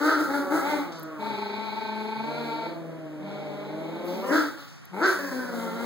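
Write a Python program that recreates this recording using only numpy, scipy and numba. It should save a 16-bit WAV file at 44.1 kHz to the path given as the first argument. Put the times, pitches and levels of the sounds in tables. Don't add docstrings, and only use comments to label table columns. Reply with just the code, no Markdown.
import sys
import numpy as np
from scipy import signal
from scipy.fft import rfft, irfft
from scipy.io import wavfile
from scipy.ndimage import uniform_filter1d
from numba import njit

SR = 44100
rng = np.random.default_rng(int(sys.argv[2]) if len(sys.argv) > 2 else 0)


def transcribe(u):
    v = np.clip(np.atleast_2d(u).T, -1, 1)
    q = np.round(v * 32767).astype(np.int16)
    wavfile.write(sys.argv[1], SR, q)


N = 257984

# start_s, length_s, top_pitch_hz, base_level_db, mouth_open (0-1), chest_db, air_db,
# throat_ratio (scales the resonances), pitch_arch_exponent, top_resonance_db
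BARKS = [(-.005, 0.31, 322.5, -27.5, 0.93, 0.5, -5, 0.92, 1.1, -3.7),
         (0.169, 0.12, 318.2, -31, 0.88, 7.5, -0.5, 0.92, 0.79, -4),
         (0.282, 0.21, 290.7, -32.5, 0.66, -1, -3.5, 0.96, 0.65, -5),
         (0.505, 0.17, 335.3, -28, 0.59, 0.5, -4, 0.934, 1.3, -10),
         (0.622, 0.27, 304.6, -31, 0.22, -0.5, -6, 0.941, 1.2, -3.5),
         (4.302, .18, 337.5, -28.5, 0.96, 2, 0, 0.95, 2, 0.3),
         (4.561, 0.13, 291.3, -50, 0.85, -10, 9.5, 0.87, 0.56, 8.2),
         (5.013, .14, 396, -24, 1, -3, -26, 0.96, 2.2, -1.2)]
# length_share, pitch_ratio, level_offset_db, chest_offset_db, mouth_share
BARK_COURSE = [(0, .88, -9, 4, 0.87), (0.12, 0.94, -2.5, 2, 0.84), (0.331, 1.0, 1, -8.5, 0.97),
               (0.523, 0.96, -8, 4, 0.98), (0.749, .91, -11.5, -10.5, 0.83), (1, .88, -27.5, 10, 0.15)]
# time_s, pitch_hz, base_level_db
HIGH_GROWLS = [
    [(1.194, 224.9, -54), (1.206, 225, -41), (1.26, 225.8, -39.5), (1.35, 218.5, -41.5),
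     (1.8, 220.7, -42.5), (2.2, 219.9, -43.5), (2.29, 225.8, -42)],
    [(2.3, 232, -40.5), (2.4, 235, -41), (2.5, 226, -41), (2.58, 227.4, -42.5), (2.67, 222.9, -42),
     (2.73, 225.3, -78)],
    [(3.21, 189, -58), (3.29, 201.2, -48), (3.45, 198.6, -51), (3.6, 207.8, -51), (3.72, 216.3, -52),
     (4.02, 218.6, -49), (4.1, 220.5, -49), (4.22, 223.3, -47)],
    [(4.245, 250.9, -38.5), (4.275, 264.4, -42.5), (4.297, 253.6, -32.5)],
    [(4.93, 178.9, -53), (4.945, 185.3, -42.5), (4.965, 197.7, -41.5), (4.985, 211.7, -39),
     (5.005, 228, -34.5)],
    [(5.19, 287.7, -38.5), (5.24, 281, -41), (5.29, 272, -42)],
    [(5.315, 265.1, -40.5), (5.35, 259.8, -40.5), (5.43, 250.5, -44.5), (5.5, 242.7, -44)],
    [(5.52, 237.4, -43), (5.6, 229.5, -42), (5.7, 224.7, -43.5), (5.85, 234.7, -39)],
]
LOW_GROWLS = [
    [(.2, 171.9, -56), (.35, 195.8, -55), (.5, 187.2, -47), (.6, 183.3, -51), (.69, 199.6, -49),
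     (.93, 166, -58), (1.2, 153.5, -56), (1.34, 136.9, -61)],
    [(2.18, 150.9, -82), (2.27, 152.2, -53), (2.52, 156.4, -56.5), (2.68, 172.4, -51), (2.87, 166.2, -53.5),
     (3.0, 160.1, -57), (3.31, 152.1, -53.5), (3.58, 151.5, -53), (3.85, 163.1, -51), (4.0, 174.5, -49.5),
     (4.15, 186, -44), (4.2, 192.4, -48)],
    [(4.225, 196.6, -47.5), (4.27, 197, -48.5), (4.31, 196.3, -38.5)],
    [(5.15, 197.1, -59), (5.3, 190.8, -60), (5.57, 181.1, -53), (5.7, 180.7, -51), (5.85, 190.3, -54.5)],
]
# mouth_open (0-1), chest_db, air_db, throat_ratio, top_resonance_db
HIGH_POSTURES = [(0.04, -1, -9, 0.987, -1.4), (0.13, -1.5, -11, 0.987, -0.3), (0.1, 4, -12, 0.957, 1.6),
                 (0.34, -12, -11, 1.25, -5), (0.27, 1, -4.5, 0.947, -11), (0.71, -8, 1, 1.12, -1),
                 (0.73, 2.5, 0, 1.033, -1.3), (0.47, 1.5, -1, 0.911, -3.5)]
LOW_POSTURES = [(0.73, -2.5, 1.5, 1.05, 0), (0.22, 6, -6.5, 0.979, 0), (0.66, -15, -2, 1.026, 0),
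                (0.39, 5.5, -32, 0.947, 0.0012)]
BARK_TEXTURES = [(.65, .42), (.5, .4), (.38, .35), (.45, .25), (.1, .12), (.65, .3), (.5, .4), (.7, .4)]
HIGH_TEXTURES = [(.14, .62), (.16, .5), (.3, .3), (.2, .15), (.5, .2), (.55, .35), (.4, .3), (.4, .5)]
LOW_TEXTURES = [(.15, .2), (.32, .3), (.12, .15), (.38, .3)]
# shut_hz, open_hz, base_width_hz, shut_db, open_db
HIGH_THROAT = [(321, 510, 262, -4, -8.5), (867, 956, 155, -4, -17.5), (1480, 1517, 355, -20, -4.5),
               (2317, 2250, 307, -10, -32), (4015, 4570, 2030, -17.5, -20.5)]
LOW_THROAT = [(308, 242, 144, 6, 9.5), (608, 524, 147, 0, 1), (1080, 1210, 500, -29, 3.5),
              (2100, 2800, 410, -28, -31), (3800, 3900, 400, -56, -38)]
THROB_EXPONENTS = (.8, 1.15, .6, .4, .3)
# time_s, pitch_ratio
CHEST_SAG = [(1.1, 1), (1.2, .94), (1.35, .935), (1.7, .95), (2.25, 1), (3.55, 1), (3.75, .94), (4.0, .94),
             (4.2, 1)]
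# time_s, centre_hz, gain_db
TEETH_RESONANCE = [(1.099, 3900, -53), (1.2, 3902, -11.5), (1.45, 4045, -10), (1.8, 4034, -10),
                   (2.1, 4252, -12.5), (2.7, 4370, -12.5), (3.3, 4008, -11), (4.0, 4101, -11.5),
                   (4.2, 4205, -60)]
# peak_s, length_s, flow_db
SNORTS = [(0.063, 0.026, -36), (0.566, 0.038, -52), (4.28, 0.034, -34.5), (4.357, 0.054, -54),
          (4.49, 0.069, -48), (5.09, 0.083, -32)]
# start_s, decay_s, level_db, centre_hz
PAW_SCUFFS = [(0.035, 0.09, -55, 6130), (0.553, 0.041, -58, 9000), (0.917, 0.037, -45, 4194),
              (1.044, .01, -58, 4200), (4.044, .12, -52, 13560), (4.072, 0.091, -49, 4200),
              (4.166, 0.098, -62, 13000), (4.476, 0.078, -64, 4446), (4.589, 0.059, -65, 5440),
              (4.673, 0.088, -56, 4918), (4.844, .015, -60, 5020)]
# start_s, strength_db
HOUSING_TICKS = [(0.9862, -43), (0.9959, -30), (1.0035, -42), (1.0244, -44), (1.031, -28), (1.0357, -30),
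                 (3.952, -45), (4.8541, -32)]
# frequency_hz, relative_density_db
ROOM_SPECTRUM = [(60, 1), (130, 15), (400, -4.5), (1000, -4), (1600, -2.5), (3000, -12.5), (8000, -27.5),
                 (16000, -31)]

JITTER, ALTERNATION, RASP_DB = (.004, .04), (.07, .36), (-10, -3)
SOFT_CLOSURE_HZ = 2600
CHEST_WAVER_DB, CHEST_LOSS = 2.5, .92
TEETH_WIDTH_HZ, AIR_TOP_HZ, AIR_TOP_DB = 1150, 11340, 4
SCUFF_ATTACK_S, SCUFF_WIDTH_RATIO, GRIT_DB = .006, .81, 1
HALL_T60_S, HALL_TREBLE_T60_S, HALL_DB, ROOM_NOISE_DB = .42, .4, -5, -49
HIGH_LAG_S, LOW_LAG_S = .00014, .00005
PORTS_ALIKE_HZ = 790
SHADE_HZ, SHADE_DB = 1220, -69
WIDEN_LAG_SAMPLES, WIDEN_SHARE, BASS_CUT_HZ, TOP_CUT_HZ = 16, .99, 120, 15750


def barks():
    share, pitch_ratio, swell_db, sink_db, gape = np.transpose(BARK_COURSE)
    next_starts = [bark[0] for bark in BARKS[1:]] + [N / SR]
    phrases = []
    for bark, next_s, texture in zip(BARKS, next_starts, BARK_TEXTURES):
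        start_s, length_s, top_hz, level_db, mouth, chest_db, air_db, stretch, arch, bright_db = bark
        times = start_s + share * length_s
        pitch_hz = top_hz * pitch_ratio ** arch
        curve = np.c_[times, pitch_hz, level_db + swell_db, chest_db + sink_db, mouth * gape]
        phrases.append((curve[times < next_s], (air_db, stretch, bright_db, *texture)))
    return phrases


def growls(curves, postures, textures):
    phrases = []
    for curve, (mouth, chest_db, *tone), texture in zip(curves, postures, textures):
        level_db = np.transpose(curve)[2]
        chest_curve_db = chest_db - CHEST_LOSS * (level_db - level_db.mean())
        phrases.append((np.c_[curve, chest_curve_db, np.full(len(curve), mouth)], (*tone, *texture)))
    return phrases


def dog(phrases, throat, sag, snorts=(), teeth=None):
    gate, curves, posture = articulation(phrases)
    pitch_hz, level_db, chest_db, mouth = curves
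    air_db, stretch, bright_db, roughness, flutter_depth = posture
    jitter, alternation, rasp_db = (clear + roughness * (rough - clear)
                                    for clear, rough in (JITTER, ALTERNATION, RASP_DB))
    drift = 1 + .005 * wander(30)
    chance = rng.standard_normal((N // 50, 2))
    pulses, phase = vocal_folds(pitch_hz * drift, jitter, alternation, chance)
    pulses = butter(pulses, 2, SOFT_CLOSURE_HZ)
    chest_hz = pitch_hz * follow(sag)[0]
    chest_pulses, _ = vocal_folds(chest_hz * drift, jitter, alternation, chance)
    flutter = tissue_flutter(flutter_depth)
    puff = unit_rms(np.exp(-phase / 1.4)) * flutter ** .11
    harmonic_strength = np.sqrt(SR / 2 / pitch_hz)
    rasp = undb(rasp_db) * harmonic_strength * puff * rng.standard_normal(N)
    chest = resonance(chest_pulses * (flutter + .2) ** .3 + .5 * rasp, chest_hz, .35 * pitch_hz)
    voice = undb(chest_db + CHEST_WAVER_DB * wander(16)) * chest
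    for k, (shut_hz, open_hz, base_width_hz, shut_db, open_db) in enumerate(throat):
        drive = (pulses if k else chest_pulses) * flutter ** THROB_EXPONENTS[k] + rasp
        centre_hz = stretch * (shut_hz + mouth * (open_hz - shut_hz))
        gain_db = shut_db + mouth * (open_db - shut_db) + (k == len(throat) - 1) * bright_db
        voice += (-1) ** (k + 1) * undb(gain_db) * resonance(drive, centre_hz, 1.133 * base_width_hz)
    if teeth is not None:
        teeth_hz, teeth_db = follow(teeth)
        voice += undb(teeth_db) * resonance(pulses + rasp, teeth_hz, TEETH_WIDTH_HZ)
    air = breath(gate * undb(level_db + air_db), snorts, puff)
    return gate * undb(level_db + 7) * voice + air


def articulation(phrases, fade_s=.01954):
    t = np.arange(N) / SR
    points = np.vstack([curve for curve, _ in phrases])
    curves = follow(points[np.argsort(points[:, 0])])
    gate, posture = np.zeros(N), np.ones((5, N))
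    for curve, held in phrases:
        inside_s = np.minimum(t - curve[0, 0], curve[-1, 0] - t)
        sounding = np.clip(1 + inside_s / fade_s, 0, 1)
        gate = np.maximum(gate, sounding)
        posture[:, sounding > 0] = np.array(held)[:, None]
    return gate, curves, uniform_filter1d(posture, int(fade_s * SR), axis=1)


@njit
def vocal_folds(pitch_hz, jitter, alternation, chance):
    pulses, phases = np.zeros(N + 1), np.empty(N)
    phase, cycle = 0., 0
    for i in range(N):
        step = pitch_hz[i] * (1 + jitter[i] * chance[cycle, 0]) / SR
        phase += step
        if phase >= 1:
            phase, cycle = phase - 1, cycle + 1
            strong_weak = 1 + alternation[i] * (1 - 2 * (cycle % 2))
            size = (1 + 4 * jitter[i] * chance[cycle, 1]) * strong_weak / step
            pulses[i] += size * phase / step
            pulses[i + 1] += size * (1 - phase / step)
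        phases[i] = phase
    return pulses[:-1] / np.sqrt(2), phases


def tissue_flutter(depth, mean_hz=25.6):
    depth = np.clip(depth * (1 + .45 * wander(11)), 0, .98)
    rate_hz = mean_hz * (1 + .13 * wander(14))
    return 1 + depth * np.sin(2 * np.pi * np.cumsum(rate_hz) / SR)


def breath(flow, snorts, puff):
    t = np.arange(N) / SR
    hiss = butter(rng.standard_normal(N), 1, 3000, "high")
    top = butter(hiss, 4, AIR_TOP_HZ, "high") / np.std(hiss)
    hiss = unit_rms(hiss) + top * (undb(AIR_TOP_DB + 1.9 * wander(18)) - 1)
    for peak_s, length_s, flow_db in snorts:
        flow = flow + undb(flow_db) * np.exp(-(2 * (t - peak_s) / length_s) ** 2)
    return flow * undb(2 * wander(25.86)) * (.11 + .21 * puff) * hiss


def paw_scuffs():
    grit = rng.standard_normal(N) * undb(GRIT_DB * wander(400))
    out = np.zeros(N)
    for start_s, decay_s, level_db, centre_hz in PAW_SCUFFS:
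        span = slice(int(start_s * SR), int((start_s + 5 * decay_s) * SR))
        friction = unit_rms(resonance(grit[span], centre_hz, SCUFF_WIDTH_RATIO * centre_hz))
        age_s = np.arange(len(friction)) / SR
        envelope = np.minimum(age_s / SCUFF_ATTACK_S, 1) * np.exp(-age_s / decay_s)
        out[span] += undb(level_db) * envelope * friction
    return out


def housing_ticks(decay_s=.0005):
    kicks = np.zeros((1, N))
    for start_s, strength_db in HOUSING_TICKS:
        kicks[0, int(start_s * SR)] = undb(strength_db)
    burst = rng.standard_normal((2, 200)) * np.exp(-np.arange(200) / (decay_s * SR))
    return signal.fftconvolve(kicks, butter(burst, 4, 11800, "high"), axes=1)[:, :N]


def hallway(source, lag_s):
    t = np.arange(int(.7 * SR)) / SR
    noise = rng.standard_normal((2, len(t)))
    dull = butter(noise, 1, 2500)
    tail = dull * undb(-60 * t / HALL_T60_S) + (noise - dull) * undb(-60 * t / HALL_TREBLE_T60_S)
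    tail *= np.clip(t / .022 - .4, 0, 1)
    tail *= undb(HALL_DB) / np.sqrt(np.sum(tail[0] ** 2))
    tail[1] = butter(tail[1], 1, PORTS_ALIKE_HZ, "high")
    mid, side = signal.fftconvolve(source[None], tail, axes=1)[:, :N]
    late = np.interp(np.arange(N) - lag_s * SR, np.arange(N), source)
    bass, late_bass = signal.filtfilt(*signal.butter(1, SHADE_HZ, fs=SR), [source, late])
    right = late_bass + undb(SHADE_DB) * (source - bass)
    return np.array([source + mid + side, right + mid - side])


def room_noise():
    hz, density_db = np.transpose(ROOM_SPECTRUM)
    bins_hz = np.maximum(np.fft.rfftfreq(N, 1 / SR), 1)
    colour = undb(np.interp(np.log(bins_hz), np.log(hz), density_db))
    noise = irfft(rfft(rng.standard_normal((2, N))) * colour, N)
    return undb(ROOM_NOISE_DB) * unit_rms(noise)


def resonance(x, centre_hz, width_hz):
    centre_hz, width_hz = np.full(len(x), centre_hz), np.full(len(x), width_hz)
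    return band_pass(band_pass(x, centre_hz, width_hz), centre_hz, width_hz)


@njit
def band_pass(x, centre_hz, width_hz):
    out, band_state, low_state = np.empty(len(x)), 0., 0.
    for i in range(len(x)):
        tuning, damping = np.tan(np.pi * centre_hz[i] / SR), width_hz[i] / centre_hz[i]
        band = (band_state + tuning * (x[i] - low_state)) / (1 + tuning * (tuning + damping))
        band_state, low_state = 2 * band - band_state, low_state + 2 * tuning * band
        out[i] = damping * band
    return out


def butter(x, order, corner_hz, kind="low"):
    return signal.sosfilt(signal.butter(order, corner_hz, kind, fs=SR, output="sos"), x)


def follow(points):
    times, *columns = np.transpose(points)
    return [np.interp(np.arange(N) / SR, times, column) for column in columns]


def wander(rate_hz):
    hold = int(SR / rate_hz)
    steps = np.repeat(rng.standard_normal(N // hold + 1), hold)
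    return unit_rms(uniform_filter1d(uniform_filter1d(steps, hold), hold)[:N])


def undb(db):
    return 10 ** (np.asarray(db) / 20)


def unit_rms(x):
    return x / np.sqrt(np.mean(x ** 2))


def scene():
    high_phrases = barks() + growls(HIGH_GROWLS, HIGH_POSTURES, HIGH_TEXTURES)
    low_phrases = growls(LOW_GROWLS, LOW_POSTURES, LOW_TEXTURES)
    high = hallway(dog(high_phrases, HIGH_THROAT, CHEST_SAG, SNORTS, TEETH_RESONANCE), HIGH_LAG_S)
    low = hallway(dog(low_phrases, LOW_THROAT, sag=[(0, .98)]), LOW_LAG_S)
    return high + low + hallway(paw_scuffs(), HIGH_LAG_S) + housing_ticks() + room_noise()


def record(dry):
    opposite_late = np.pad(dry[::-1], ((0, 0), (WIDEN_LAG_SAMPLES, 0)))[:, :N]
    wide = butter(dry - WIDEN_SHARE * opposite_late, 2, BASS_CUT_HZ, "high")
    return signal.sosfilt(signal.ellip(10, .2, 80, TOP_CUT_HZ, fs=SR, output="sos"), wide)


dry = scene()
out = record(dry)
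transcribe(out)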